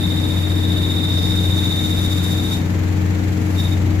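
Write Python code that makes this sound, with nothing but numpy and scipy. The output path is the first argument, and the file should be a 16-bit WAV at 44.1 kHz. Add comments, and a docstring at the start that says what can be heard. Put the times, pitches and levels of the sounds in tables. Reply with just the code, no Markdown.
"""A small car engine idles under the open bonnet, close by: it hums, and rumbles and ticks at the
firing rate. From the start, friction in a dry bearing, probably the clutch's, sustains a squeal
near 3.7 kHz that flutters with every turn of the crank. Its rubbing hiss grows and changes colour
as the listener moves further over the engine. At about 2.6 s the cable is pulled tight and squeal
and hiss die away; near 3.6 s they return for a moment, and the engine idles on."""
import sys
import numpy as np
from scipy import signal
from scipy.fft import rfft, irfft
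from scipy.io import wavfile
from scipy.ndimage import uniform_filter1d

SR = 44100
rng = np.random.default_rng(int(sys.argv[2]) if len(sys.argv) > 2 else 0)


def pcm_store(signal):
    """Save signal as 16-bit PCM."""
    levels = np.round(np.clip(np.atleast_2d(signal), -1, 1) * 32767)
    wavfile.write(sys.argv[1], SR, levels.astype(np.int16).T)


N = 176400

# Rotation rate of the crank: time_s, rate_hz
CRANK_RATE = [(0, 15.12), (.7, 15.06), (1.1, 14.88), (2.0, 14.84), (3.0, 14.95), (4.0, 14.95)]
# Envelope of the squeal: time_s, gain_db
SQUEAL_ENVELOPE = [(0, -26.5), (.5, -29.5), (.8, -25.5), (1.22, -24.5), (1.7, -24.5), (2.1, -27),
                   (2.48, -28.5), (2.55, -24), (2.59, -38.5), (2.65, -46), (2.8, -74), (3.54, -74),
                   (3.568, -34), (3.6, -27.5), (3.625, -33), (3.65, -27), (3.695, -39), (3.73, -31.5),
                   (3.775, -49), (3.87, -66)]
# Relative weights of the lines around the squeal's pitch: offset_in_crank_rates, left_db, right_db
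SQUEAL_SIDEBANDS = [(-22, -29, -31), (-16, -17, -21), (-13, -21, -21), (-12, -16, -16), (-10, -21, -19),
                    (-9, -7, -9), (-8, -13, -15), (-7, -15, -18), (-6, -1, -5), (-5, -12, -12),
                    (-4, -10, -7), (-3, -11, -8), (-2, -3, -2), (-1, -14, -13), (0, -2, 0), (1, -3, -1),
                    (2, -21, -20), (3, -20, -11), (4, -18, -7), (5, -24, -16), (6, -22, -24), (8, -19, -20),
                    (13, -29, -28), (16, -23, -22), (18, -32, -30)]
# Moments when the bearing catches hardest: centre_s, pitch_hz, width_hz, level_db, half_length_s
BEARING_SCRAPES = [(1.217, 5050, 1100, -41.5, 0.15), (2.537, 5500, 250, -50, .009),
                   (3.603, 5520, 250, -42, .009)]
# Envelope of the rubbing hiss: time_s, gain_db
HISS_ENVELOPE = [(0, -43), (.85, -42), (1.2, -38.5), (1.6, -36.5), (2.25, -34.5), (2.48, -37), (2.55, -32),
                 (2.63, -52), (3.0, -75), (3.45, -50), (3.55, -44.5), (3.6, -37), (3.66, -40.5),
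                 (3.74, -44), (3.82, -65)]
# Balance of the hiss: time_s, left_minus_right_db
HISS_BALANCE = [(0, -11.5), (.9, -7.5), (1.5, 2), (4, 2)]
# Spectra of the hiss before and after the listener moves: frequency_hz, relative_density_db
HISS_SPECTRUM_BEFORE = [(1500, -18), (3000, 1), (4200, -2), (4900, 5.5), (5250, -6), (5550, 2), (6400, -31),
                        (7300, 5), (8250, -9), (9200, 0.5), (12000, -2.5), (13800, -0.5), (15500, -21)]
HISS_SPECTRUM_AFTER = [(1500, 3), (3000, -1), (4200, 0), (4850, 6), (5250, -1), (5600, 5), (5900, -4.5),
                       (6200, 7), (6600, -5), (7300, 9), (8200, -9), (9200, 2), (12000, -2), (13800, 2.5),
                       (15500, -7.5)]
# Progress of that move: time_s, power_share_after
LISTENER_MOVE = [(1.0, 0.088), (1.6, 1)]
# Swelling and sinking of the main hum: time_s, level_db
HUM_ENVELOPE = [(0.0, -22), (0.02, -21.5), (0.58, -18.5), (1.05, -21.5), (1.18, -19), (1.49, -18.5),
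                (1.71, -21.5), (2.21, -19.5), (2.52, -23.5), (2.88, -17.5), (3.51, -21.5), (3.54, -18.5),
                (3.97, -17), (4.0, -15.5)]
# Weaker tones of the engine and its fan: pitch_hz, level_db, left_minus_right_db, unsteady_share
ENGINE_TONES = [(67.2, -43, 17, 0.21), (112.6, -41, 17, .5), (156.2, -37, 0, 0.28), (181.4, -30, 5, 0.11),
                (243, -38.5, 6.5, 0.37), (307.6, -32.5, 15, 0.13), (458.6, -47, 5, 0.36),
                (614, -54, 8, 0.21), (1772, -58, 5, 0.3)]
# Spectra of the engine's rumble and of the valve gear's clatter: frequency_hz, relative_density_db
RUMBLE_SPECTRUM = [(25, -30), (42, -17), (60, -4), (80, -4), (130, 1), (190, -3.5), (280, -4.5),
                   (360, -10.5), (480, -14), (650, -18.5), (850, -18.5), (1100, -23), (1600, -22),
                   (2200, -21.5), (3000, -33.5), (4500, -52.5)]
CLATTER_SPECTRUM = [(1200, -9), (2500, 4.5), (3900, 4.5), (5200, -1), (7000, 2), (7900, -3), (8800, -15.5),
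                    (10500, -7.5), (15000, -5.5)]
# Balance of rumble and clatter: frequency_hz, left_minus_right_db
ENGINE_BALANCE = [(60, -3), (110, 0.5), (200, 4), (380, 5), (690, 2), (1280, 4.5), (2360, 2), (4360, 4.5),
                  (8040, 5), (14800, 1.5)]
# Likeness of the broadband noises at the two ears: frequency_hz, correlation
EAR_CORRELATION = [(60, .99), (130, .98), (290, 0.93), (640, 0.49), (1400, -0.2), (3000, 0.031),
                   (15000, -0.036)]

SQUEAL_HZ, HUM_HZ, CUTOFF_HZ = 3705.3, 91.24, 15500
FIRINGS_PER_TURN = 1.5
FIRST_GRIP_S, FIRST_HISS_CREST_S, FIRST_TICK_S = 0.04314, 0.042, 0.028
PHASE_SCATTER_RAD = (2.4, 1.56)   # of the sidebands: left, right
EVENNESS, EVEN_OVER_S = 0.35, 0.008
GRIP_RISE_TURNS, GRIP_DEPTH_DB, GRIP_UNEVEN_DB = 0.14, 4.0, 0.73
RASP_DB, OCTAVE_DB, OCTAVE_RASP_DB = -9, -33.5, -35.5   # relative to the squeal's tone
HISS_FLUTTER_DEPTH = 0.14
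RUMBLE_DB, THROB_DEPTH = -24.5, 0.083
CLATTER_DB, TICK_DEPTH, TICK_SHARPNESS = -40.5, 0.66, 2


def bearing_squeal():
    """Self-excited vibration: dry friction sustains a tone and its octave, each with a noisy rasp."""
    tone = bearing_tone()
    white = rng.standard_normal((2, 2, N))
    rasp = from_db(RASP_DB) * resonant_band(white[0], 3672, 3716, width_hz=233)
    octave = from_db(OCTAVE_DB) * unit_power((tone ** 2).real)
    octave_rasp = from_db(OCTAVE_RASP_DB) * resonant_band(white[1], 7360, 6860, width_hz=100)
    voice = unit_power(tone.real) + rasp + octave + octave_rasp
    return from_db(in_time(SQUEAL_ENVELOPE)) * bearing_grip() * voice


def bearing_tone():
    """Periodic modulation splits a tone into sidebands spaced at the crank rate; complex, stereo."""
    turn = np.exp(1j * crank_angle(FIRST_GRIP_S))
    orders, left_db, right_db = np.transpose(SQUEAL_SIDEBANDS)
    line = carrier(SQUEAL_HZ) * turn ** int(orders[0])
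    tone = np.zeros((2, N), complex)
    for order in np.arange(orders[0], orders[-1] + 1):
        wandering = line * (1 + 0.34 * drift(rate_hz=1.25))
        for ear, weights_db in enumerate((left_db, right_db)):
            weight = from_db(np.interp(order, orders, weights_db))
            phase = PHASE_SCATTER_RAD[ear] * rng.normal()
            tone[ear] += wandering * weight * np.exp(1j * phase)
        line = line * turn   # one crank rate higher
    # Friction partly evens out the amplitude.
    power = uniform_filter1d(np.abs(tone) ** 2, int(EVEN_OVER_S * SR))
    relative_power = power / power.mean(axis=1, keepdims=True)
    return unit_power(tone / relative_power ** (EVENNESS / 2))


def bearing_grip():
    """Amplitude modulation: on each turn the grip rises quickly and releases slowly, a bit unevenly."""
    turn_fraction = crank_angle(FIRST_GRIP_S) / (2 * np.pi) % 1
    slack = np.interp(turn_fraction, [0, 1 - GRIP_RISE_TURNS, 1], [0, 1, 0])
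    return from_db(-GRIP_DEPTH_DB * slack + GRIP_UNEVEN_DB * drift(rate_hz=3.5).real)


def bearing_scrapes():
    """Forced resonance: a higher mode of the bearing swells briefly where it catches hardest."""
    t, scrapes = np.arange(N) / SR, 0
    for centre_s, pitch_hz, width_hz, level_db, half_length_s in BEARING_SCRAPES:
        ringing = resonant_band(rng.standard_normal((2, N)), pitch_hz, pitch_hz, width_hz)
        swell = np.exp(-((t - centre_s) / half_length_s) ** 2)
        scrapes = scrapes + from_db(level_db) * swell * ringing
    return scrapes


def bearing_hiss():
    """Sliding friction radiates broadband noise, cresting once a turn; its colour depends on position."""
    once_a_turn = np.cos(crank_angle(FIRST_HISS_CREST_S))
    flutter = 1 + HISS_FLUTTER_DEPTH * once_a_turn + 0.2 * drift(rate_hz=36).real
    moved = in_time(LISTENER_MOVE)
    before = np.sqrt(1 - moved) * stereo_noise(HISS_SPECTRUM_BEFORE)
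    after = np.sqrt(moved) * stereo_noise(HISS_SPECTRUM_AFTER)
    return from_db(in_time(HISS_ENVELOPE)) * pan(in_time(HISS_BALANCE)) * flutter * (before + after)


def engine_hum():
    """Periodic motion of engine and fan gives a line spectrum: a main hum and weaker wavering tones."""
    main_tone = carrier(HUM_HZ) * (1 + 0.056 * drift(rate_hz=1.3))
    hum = from_db(in_time(HUM_ENVELOPE)) * pan(balance_db=3.5) * main_tone.real
    for pitch_hz, level_db, balance_db, unsteady in ENGINE_TONES:
        tone = carrier(pitch_hz) * (1 - unsteady + unsteady * drift(rate_hz=2.0))
        hum = hum + from_db(level_db) * pan(balance_db) * unit_power(tone).real
    return np.sqrt(2) * hum   # the real part carries half the power


def engine_noise():
    """Noise modulated at the firing rate: the rumble throbs and the valve gear ticks."""
    firing = np.cos(FIRINGS_PER_TURN * crank_angle(FIRST_TICK_S))
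    throb = 1 + THROB_DEPTH * firing
    ticks = unit_power(1 + TICK_DEPTH * np.exp(TICK_SHARPNESS * (firing - 1)))
    rumble = from_db(RUMBLE_DB) * throb * stereo_noise(RUMBLE_SPECTRUM, ENGINE_BALANCE)
    clatter = from_db(CLATTER_DB) * ticks * stereo_noise(CLATTER_SPECTRUM, ENGINE_BALANCE)
    return rumble + clatter


def crank_angle(zero_s):
    """Phase is the integral of rate: the crank's angle in radians, passing zero near zero_s."""
    rate_hz = in_time(CRANK_RATE)
    return 2 * np.pi * (np.cumsum(rate_hz) / SR - zero_s * rate_hz[0])


def carrier(hz):
    """Simple harmonic motion as a rotating phasor with a random starting phase."""
    return np.exp(2j * np.pi * (hz * np.arange(N) / SR + rng.random()))


def drift(rate_hz):
    """Low-pass filtered noise gives a slow complex fluctuation of unit power."""
    step = 100   # samples between computed points
    pole, count = np.exp(-2 * np.pi * rate_hz * step / SR), N // step + 2
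    white = rng.standard_normal((2, 2 * count))
    real, imaginary = signal.lfilter([1], [1, -2 * pole, pole * pole], white)[:, count:]
    return np.interp(np.arange(N) / step, np.arange(count), unit_power(real + 1j * imaginary))


def resonant_band(x, narrow_hz, broad_hz, width_hz):
    """Two damped resonators in series, the second twice as wide, pass a band scaled to unit power."""
    for hz, bandwidth_hz in ((narrow_hz, width_hz), (broad_hz, 2 * width_hz)):
        radius = np.exp(-np.pi * bandwidth_hz / SR)
        feedback = [1, -2 * radius * np.cos(2 * np.pi * hz / SR), radius * radius]
        x = signal.lfilter([1, 0, -1], feedback, x)
    return unit_power(x)


def stereo_noise(spectrum, balance=None):
    """Interaural correlation: coloured noise of unit power, alike at both ears in the bass only."""
    hz = np.fft.rfftfreq(N, 1 / SR) + 1
    mid, side = rfft(rng.standard_normal((2, N)))
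    correlation = at_hz(EAR_CORRELATION, hz)
    ears = np.sqrt(1 + correlation) * mid + np.sqrt(1 - correlation) * side * [[1], [-1]]
    if balance is not None:
        ears = ears * pan(at_hz(balance, hz))
    coloured = ears * from_db(at_hz(spectrum, hz)) * (hz < CUTOFF_HZ)
    return unit_power(irfft(coloured, N))


def pan(balance_db):
    """Interaural level difference, left minus right, as a pair of gains."""
    return from_db(np.array([[.5], [-.5]]) * balance_db)


def in_time(rows):
    """Linear interpolation of (time_s, value) rows at every sample."""
    return np.interp(np.arange(N) / SR, *np.transpose(rows))


def at_hz(rows, hz):
    """Interpolation of (frequency_hz, value) rows on a logarithmic frequency axis."""
    frequency_hz, value = np.transpose(rows)
    return np.interp(np.log(hz), np.log(frequency_hz), value)


def from_db(db):
    """Decibels as an amplitude ratio."""
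    return 10 ** (np.asarray(db) / 20)


def unit_power(x):
    """Normalisation to a mean square of one."""
    return x / np.sqrt(np.mean(np.abs(x) ** 2) + 1e-20)


def scene():
    """Superposition: the sound pressures of bearing and engine add."""
    return bearing_squeal() + bearing_hiss() + engine_hum() + engine_noise() + bearing_scrapes()


def record(dry):
    """Band limiting: a steep elliptic low-pass filter removes the highest treble."""
    return signal.sosfilt(signal.ellip(12, .1, 90, CUTOFF_HZ, fs=SR, output="sos"), dry)


dry = scene()
out = record(dry)
pcm_store(out)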